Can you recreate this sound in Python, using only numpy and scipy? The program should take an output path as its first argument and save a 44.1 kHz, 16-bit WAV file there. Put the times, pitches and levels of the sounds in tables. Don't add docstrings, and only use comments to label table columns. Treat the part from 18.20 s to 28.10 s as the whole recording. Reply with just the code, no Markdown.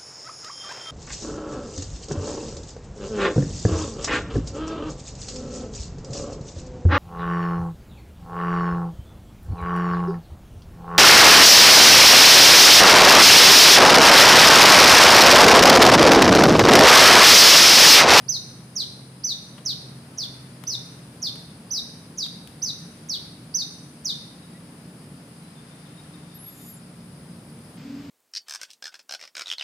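import sys
import numpy as np
from scipy import signal
from scipy.fft import rfft, irfft, next_fast_len
from scipy.io import wavfile
from scipy.ndimage import uniform_filter1d

SR = 44100
rng = np.random.default_rng(int(sys.argv[2]) if len(sys.argv) > 2 else 0)


def bounce(signal):
    frames = np.transpose(np.atleast_2d(signal))
    limited = np.clip(frames, -1, 1)
    pcm = np.round(limited * 32767).astype(np.int16)
    wavfile.write(sys.argv[1], SR, pcm)


N = 436590
TIME = np.arange(N) / SR


def undb(db):
    return 10 ** (np.asarray(db, float) / 20)


def unit(x):
    return x / np.sqrt(np.mean(x ** 2))


def ramp(t, start, length):
    return np.clip((t - start) / max(length, 1e-6), 0, 1)


def curve(rows, t=TIME):
    times, *columns = np.transpose(rows)
    return [np.interp(t, times, column) for column in columns]


def pan(x, side_db):
    return x * undb(np.array([[side_db], [-side_db]]) / 2)


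def add(out, x, start_s):
    i = max(int(start_s * SR), 0)
    out[:, i:i + x.shape[1]] += x[:, :N - i]


def walk(rate, size=N):
    hold = max(int(SR / rate), 1)
    steps = np.repeat(rng.standard_normal(size // hold + 1), hold)
    return 1.57 * uniform_filter1d(uniform_filter1d(steps, hold), hold)[:size]


def noise(gain, likeness, size=N):
    n = next_fast_len(size, True)
    spectrum = rfft(rng.standard_normal((2, n))) * gain(np.fft.rfftfreq(n, 1 / SR))
    mid, side = irfft(spectrum, n)[:, :size]
    return unit(np.sqrt(1 + likeness) * mid + np.sqrt(1 - likeness) * side * np.array([[1], [-1]]))


def colour(points, tilt_db=0):
    hz, db = np.transpose(points)
    return lambda f: undb(np.interp(np.log(f + 1), np.log(hz), db + tilt_db * np.log2(hz)))


def bands(rows):
    return lambda f: np.sqrt(sum(undb(db) ** 2 / width * .5 ** ((2 * (f - hz) / width) ** 2)
                                 for hz, width, db in rows))


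def band_noise(rows, likeness):
    return noise(bands(rows), likeness) * np.sqrt(sum(undb(db) ** 2 for _, _, db in rows))


def air(ending, leaves_db=-55, open_db=-55, breeze_db=-71):
    # f/Hz, relative level/dB
    leaf_colour = [(200, -12), (600, 1), (1200, 2), (2000, -1), (3000, -3.5), (4200, -5), (6000, -10),
                   (7600, -12.5), (12000, -36), (15500, -104)]
    open_colour = [(400, -23), (1000, 3), (2500, 6.5), (3900, 0.5), (4800, 5), (5800, -4), (7500, -5),
                   (10000, -45.5), (15000, -32)]
    leaves = pan(noise(colour(leaf_colour), 0.01), 4.7) * undb(leaves_db + 0.5 * walk(2.04))
    breeze = noise(bands([(115, 900, 0)]), 0) * undb(breeze_db + 2 * walk(3.7))
    return leaves + breeze + ending * noise(colour(open_colour), 1.0) * undb(open_db)


def traffic(ending, rumble_db=-46.5, engine_db=-1.0):
    # f/Hz, relative level/dB
    road_colour = [(25, -38), (40, -50), (55, -14.5), (85, -9.5), (120, -2.5), (180, -1), (250, -5.5),
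                   (350, -12), (500, -14.5), (800, -21), (1400, -29), (3000, -41)]
    # f/Hz, width/Hz, level/dB
    hum_bands = [(150.5, 8, -53), (173.4, 6.7, -52), (229.9, 6.2, -55), (263.8, 3.9, -62.5),
                 (298.3, 3.9, -61)]
    drone_bands = [(240, 20, -44.5), (256, 28, -57), (281, 6.3, -42.5)]
    # t/s, firing rate/Hz, relative level/dB
    engine_path = [(0.0, 129.5, -49), (0.07, 127.5, -44.5), (0.85, 129.6, -50), (1.91, 131.3, -47.5),
                   (2.59, 126.1, -44.5), (3.38, 122.0, -56.5), (3.4, 120.5, -74)]
    rumble = noise(colour(road_colour), 1.0) * undb(rumble_db + 0.78 * walk(2.495))
    hum = band_noise(hum_bands, 1.0) * undb(-6 * (1 - ramp(TIME, 0, 4.3)))
    t = TIME[:int(0.6 * SR)]
    hum_note = np.sin(2 * np.pi * 301 * t) * signal.windows.tukey(len(t), .4) * undb(-51)
    add(hum, hum_note[None], start_s=7.58)
    hz, db = curve(engine_path)
    phase = 2 * np.pi * np.cumsum(hz * (1 + 0.01 * walk(14.94))) / SR
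    engine = np.sqrt(2) * np.sin(phase) * undb(engine_db + db + 2.0 * walk(8.73))
    return rumble + hum + engine + ending * band_noise(drone_bands, 1.0)


def insects(ending, chirp_hz=6.04, chirp_depth=0.25):
    # f/Hz, width/Hz, level/dB
    chorus_bands = [(8220, 220, -65.5), (8660, 220, -66), (10060, 1010, -59)]
    cricket_band = [(4920, 580, -64)]
    low = band_noise(chorus_bands[:-1], 0.16) * (1 - 0.54 * ending)
    high = band_noise(chorus_bands[-1:], 0.39) * (1 - ending)
    beat = np.cos(2 * np.pi * chirp_hz * (TIME - 7.64) + .3 * walk(2))
    cricket = band_noise(cricket_band, 0.19) * (1 + chirp_depth * beat)
    return (low + high) * undb(.5 * walk(12)) + cricket


def foliage(x, near_db=-3.5, near_s=0.18, far_db=-7.0, far_s=0.67, build_s=.008, grain_db=6):
    t = TIME[:SR]
    echoes = rng.standard_normal((2, SR)) * undb(grain_db * rng.standard_normal((2, SR)))
    build_up = 1 - np.exp(-(t / build_s) ** 2)
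    power = 0
    for db, fade_s in ((near_db, near_s), (far_db, far_s)):
        decay = undb(-60 * t / fade_s) * build_up
        power = power + (undb(db) * unit(decay)) ** 2 / SR
    return signal.fftconvolve(x[None], unit(echoes) * np.sqrt(power), axes=1)[:, :N]


def far_bird(pip_s=.06, slur=.05, waver=0.013, echo_db=5):
    # t/s, f/Hz, relative level/dB
    pips = [(6.19, 3845, -54), (7.2, 4000, -61), (7.335, 3600, -57), (7.48, 3610, -58), (7.62, 3640, -57),
            (7.745, 3710, -55), (7.91, 3690, -56), (8.07, 3615, -57), (8.13, 3820, -60), (8.23, 3670, -56),
            (8.37, 3640, -58)]
    out = np.zeros((1, N))
    slide = np.linspace(.5, -.5, int(pip_s * SR))
    for start_s, middle_hz, db in pips:
        hz = middle_hz * (1 + slur * slide + waver * walk(203, len(slide)))
        tone = np.sin(2 * np.pi * np.cumsum(hz) / SR)
        add(out, tone[None] * signal.windows.hann(len(slide)) * undb(db), start_s)
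    return undb(echo_db) * foliage(out[0], far_db=-3.5, far_s=1.0)


def ticks(tail_db=-24, tail_s=0.095):
    # t/s, level/dB, brightness/(dB per octave), decay/s, left minus right/dB
    snaps = [(1.38, -45, -2.5, 0.0096, 9), (2.438, -35, 0.5, 0.0018, 12.5), (3.157, -38, 1, 0.0013, 14),
             (4.064, -38.5, 1, 0.0021, 10), (4.274, -37, 2, 0.0015, 10), (7.235, -52, 6, 0.002, 0),
             (7.672, -56, 6, .002, 0)]
    # f/Hz, relative level/dB
    snap_colour = [(300, -20), (950, 4.5), (2000, -0.5), (3400, 6), (5000, -9), (8000, -7), (12000, -5.5),
                   (16000, -30)]
    out, t = np.zeros((2, N)), TIME[:SR // 8]
    for start_s, db, bright_db, decay_s, side_db in snaps:
        burst = noise(colour(snap_colour, bright_db), 1.0, len(t))
        fade = np.exp(-t / decay_s) + undb(tail_db) * np.exp(-t / tail_s)
        add(out, pan(burst * fade * undb(db), side_db), start_s)
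    return out


def thin_tone(hz, db, waver=0.003, flutter_db=2.0):
    phase = 2 * np.pi * np.cumsum(hz * (1 + waver * walk(1100, len(hz)))) / SR
    return pan(np.sin(phase) * undb(db + flutter_db * walk(145, len(hz))), 1.8)


def whistles(tone_db=4, hiss_db=-51.5, peak_s=8.45, swell_s=.15, fade_s=0.11):
    # f/Hz, relative level/dB
    hiss_colour = [(4000, -28), (6300, -2), (7250, 8), (7900, -3), (9500, 3), (11700, 6), (13000, -3),
                   (15000, -8)]
    # t/s, f/Hz, relative level/dB
    whistle_path = [(8.18, 10838, -60), (8.202, 11027, -51), (8.284, 11536, -43.5), (8.36, 11520, -61),
                    (8.458, 11818, -60), (8.49, 11740, -46), (8.52, 11623, -46), (8.552, 10733, -49),
                    (8.57, 10999, -61)]
    # t/s, length/s, first f/Hz, last f/Hz, level/dB
    squeaks = [(6.335, .06, 1900, 2010, -58), (8.138, 0.047, 11280, 11900, -45.5),
               (8.563, .026, 7550, 6950, -54)]
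    from_peak = (TIME - peak_s) / np.where(TIME < peak_s, swell_s, fade_s)
    out = noise(colour(hiss_colour), 0.92) * undb(hiss_db) * np.exp(-from_peak ** 2)
    first_s, last_s = whistle_path[0][0], whistle_path[-1][0]
    hz, db = curve(whistle_path, np.arange(first_s, last_s, 1 / SR))
    add(out, thin_tone(hz, db + tone_db) * signal.windows.tukey(len(hz), .05), first_s)
    for start_s, length_s, first_hz, last_hz, db in squeaks:
        hz = np.linspace(first_hz, last_hz, int(length_s * SR))
        add(out, thin_tone(hz, db) * signal.windows.tukey(len(hz), .5), start_s)
    return out


def note_pitch(t, shape):
    rise = 1 - (1 - ramp(t, 0, shape["rise_s"])) ** 2
    fall = ramp(t, shape["rise_s"] + shape["hold_s"], shape["fall_s"]) ** shape["bend"]
    hz = shape["start_hz"] + (shape["top_hz"] - shape["start_hz"]) * rise
    hz -= (shape["top_hz"] - shape["end_hz"]) * fall
    return uniform_filter1d(hz, size=max(int(shape["rounding_s"] * SR), 1), mode="nearest")


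def note_level(t, shape, body_db):
    flick = shape["flick_db"] * (1 - ramp(t, shape["flick_s"], shape["attack_s"]))
    swell = shape["swell_db"] * ramp(t, t[-1] / 2, t[-1] / 2)
    release = ramp(t, t[-1] - shape["trail_s"], shape["trail_s"])
    trail = shape["trail_db"] * release ** shape["trail_bend"]
    return uniform_filter1d(flick + body_db + swell + trail, size=60, mode="nearest")


def note(shape, stretch, pitch, head_db, slide_db, ease_s=0.017, head_rough=0.18, waver=.008, kink=.007):
    # multiple of the pitch, relative level/dB
    overtones = [(2, -27.5), (3, -29.5), (4, -40)]
    size = int((shape["rise_s"] + shape["hold_s"] + shape["fall_s"]) * stretch * SR)
    t = np.arange(size) / SR / stretch
    sliding = ramp(t, shape["head_s"], ease_s)
    rough = head_rough + (1 - head_rough) * sliding
    wobble = waver * walk(450, size) + kink * walk(172, size)
    hz = note_pitch(t, shape) * pitch * (1 + rough * wobble)
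    phase = 2 * np.pi * np.cumsum(hz) / SR
    flutter_db = 2.5 * rough * walk(400, size)
    db = note_level(t, shape, head_db + (slide_db - head_db) * sliding) + flutter_db
    tone = np.sin(phase)
    for k, overtone_db in overtones:
        tone += undb(overtone_db + 3 * walk(600, size)) * np.sin(k * phase) * (k * hz < SR / 2)
    return tone * undb(db) * signal.windows.tukey(size, .04)


def bird(end_side_db=2.5, rasp_db=-29):
    arched = dict(start_hz=3783, top_hz=6108, end_hz=3568, rise_s=.014, hold_s=.0168, fall_s=.0695, bend=.55, rounding_s=.012, flick_db=-22, flick_s=.0003, attack_s=0.011, head_s=0.023, swell_db=2, trail_s=0.0075, trail_db=-13, trail_bend=1.6)
    steep = dict(start_hz=5016, top_hz=6677, end_hz=2856, rise_s=.006, hold_s=0.000814, fall_s=.076, bend=.53, rounding_s=0.0013, flick_db=-14.5, flick_s=0.0065, attack_s=0.0027, head_s=.013, swell_db=.5, trail_s=.0215, trail_db=-22, trail_bend=0.48)
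    # t/s, arched 1 or steep 0, length factor, pitch factor, head level/dB, slide level/dB,
    # left minus right of the head/dB
    notes = [(.081, 1, 0.97, 1.004, -19, -29, -8), (0.5546, 0, 1.08, 1.015, -22, -28, -4.5),
             (1.034, 1, 0.97, .992, -20, -27.5, -4.5), (1.451, 0, 1.04, 1.007, -21, -27, -3.5),
             (1.9748, 0, 1.07, 1.001, -23, -29, -3.5), (2.466, 1, 0.94, .995, -23.5, -28.5, -4),
             (3.0183, 0, 0.97, 1.025, -23.5, -28, -4), (3.5028, 1, 0.99, 1, -23.5, -28.5, -5),
             (3.9742, 0, 1.1, 1.036, -23.5, -27.5, -3.5), (4.417, 1, 0.96, 1.004, -20.5, -29, -4.5),
             (4.886, 0, 1.09, 1.004, -24, -27.5, -3.5), (5.3385, 1, 0.96, 1, -18, -29.5, -5.5),
             (5.846, 0, 1.06, 1.014, -20.5, -28.5, -4)]
    # share of its length, level/dB
    scatter = [(.2, -2.5), (.38, 5), (.6, 3), (.88, -0.5)]
    direct, scattered = np.zeros((2, N)), np.zeros((1, N))
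    for start_s, is_arched, stretch, pitch, head_db, slide_db, head_side_db in notes:
        call = note(arched if is_arched else steep, stretch, pitch, head_db, slide_db)
        progress = np.linspace(0, 1, len(call))
        rasp = noise(bands([(13000, 7000, 0)]), 0.76, len(call))[0]
        call += rasp * undb(slide_db + rasp_db) * np.sin(np.pi * progress ** 2)
        side_db = np.interp(progress, [.35, .85], [head_side_db, end_side_db])
        add(direct, call * undb(np.array([side_db, -side_db]) / 2), start_s)
        add(scattered, call[None] * undb(curve(scatter, progress)[0]), start_s)
    return direct + foliage(scattered[0])


def scene(ending_s=9.57):
    ending = ramp(TIME, ending_s, 0.005)
    return bird() + far_bird() + ticks() + whistles() + insects(ending) + traffic(ending) + air(ending)


def record(dry, top_hz=15400):
    return signal.sosfilt(signal.ellip(10, .2, 80, top_hz, fs=SR, output="sos"), dry)


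dry = scene()
out = record(dry)
bounce(out)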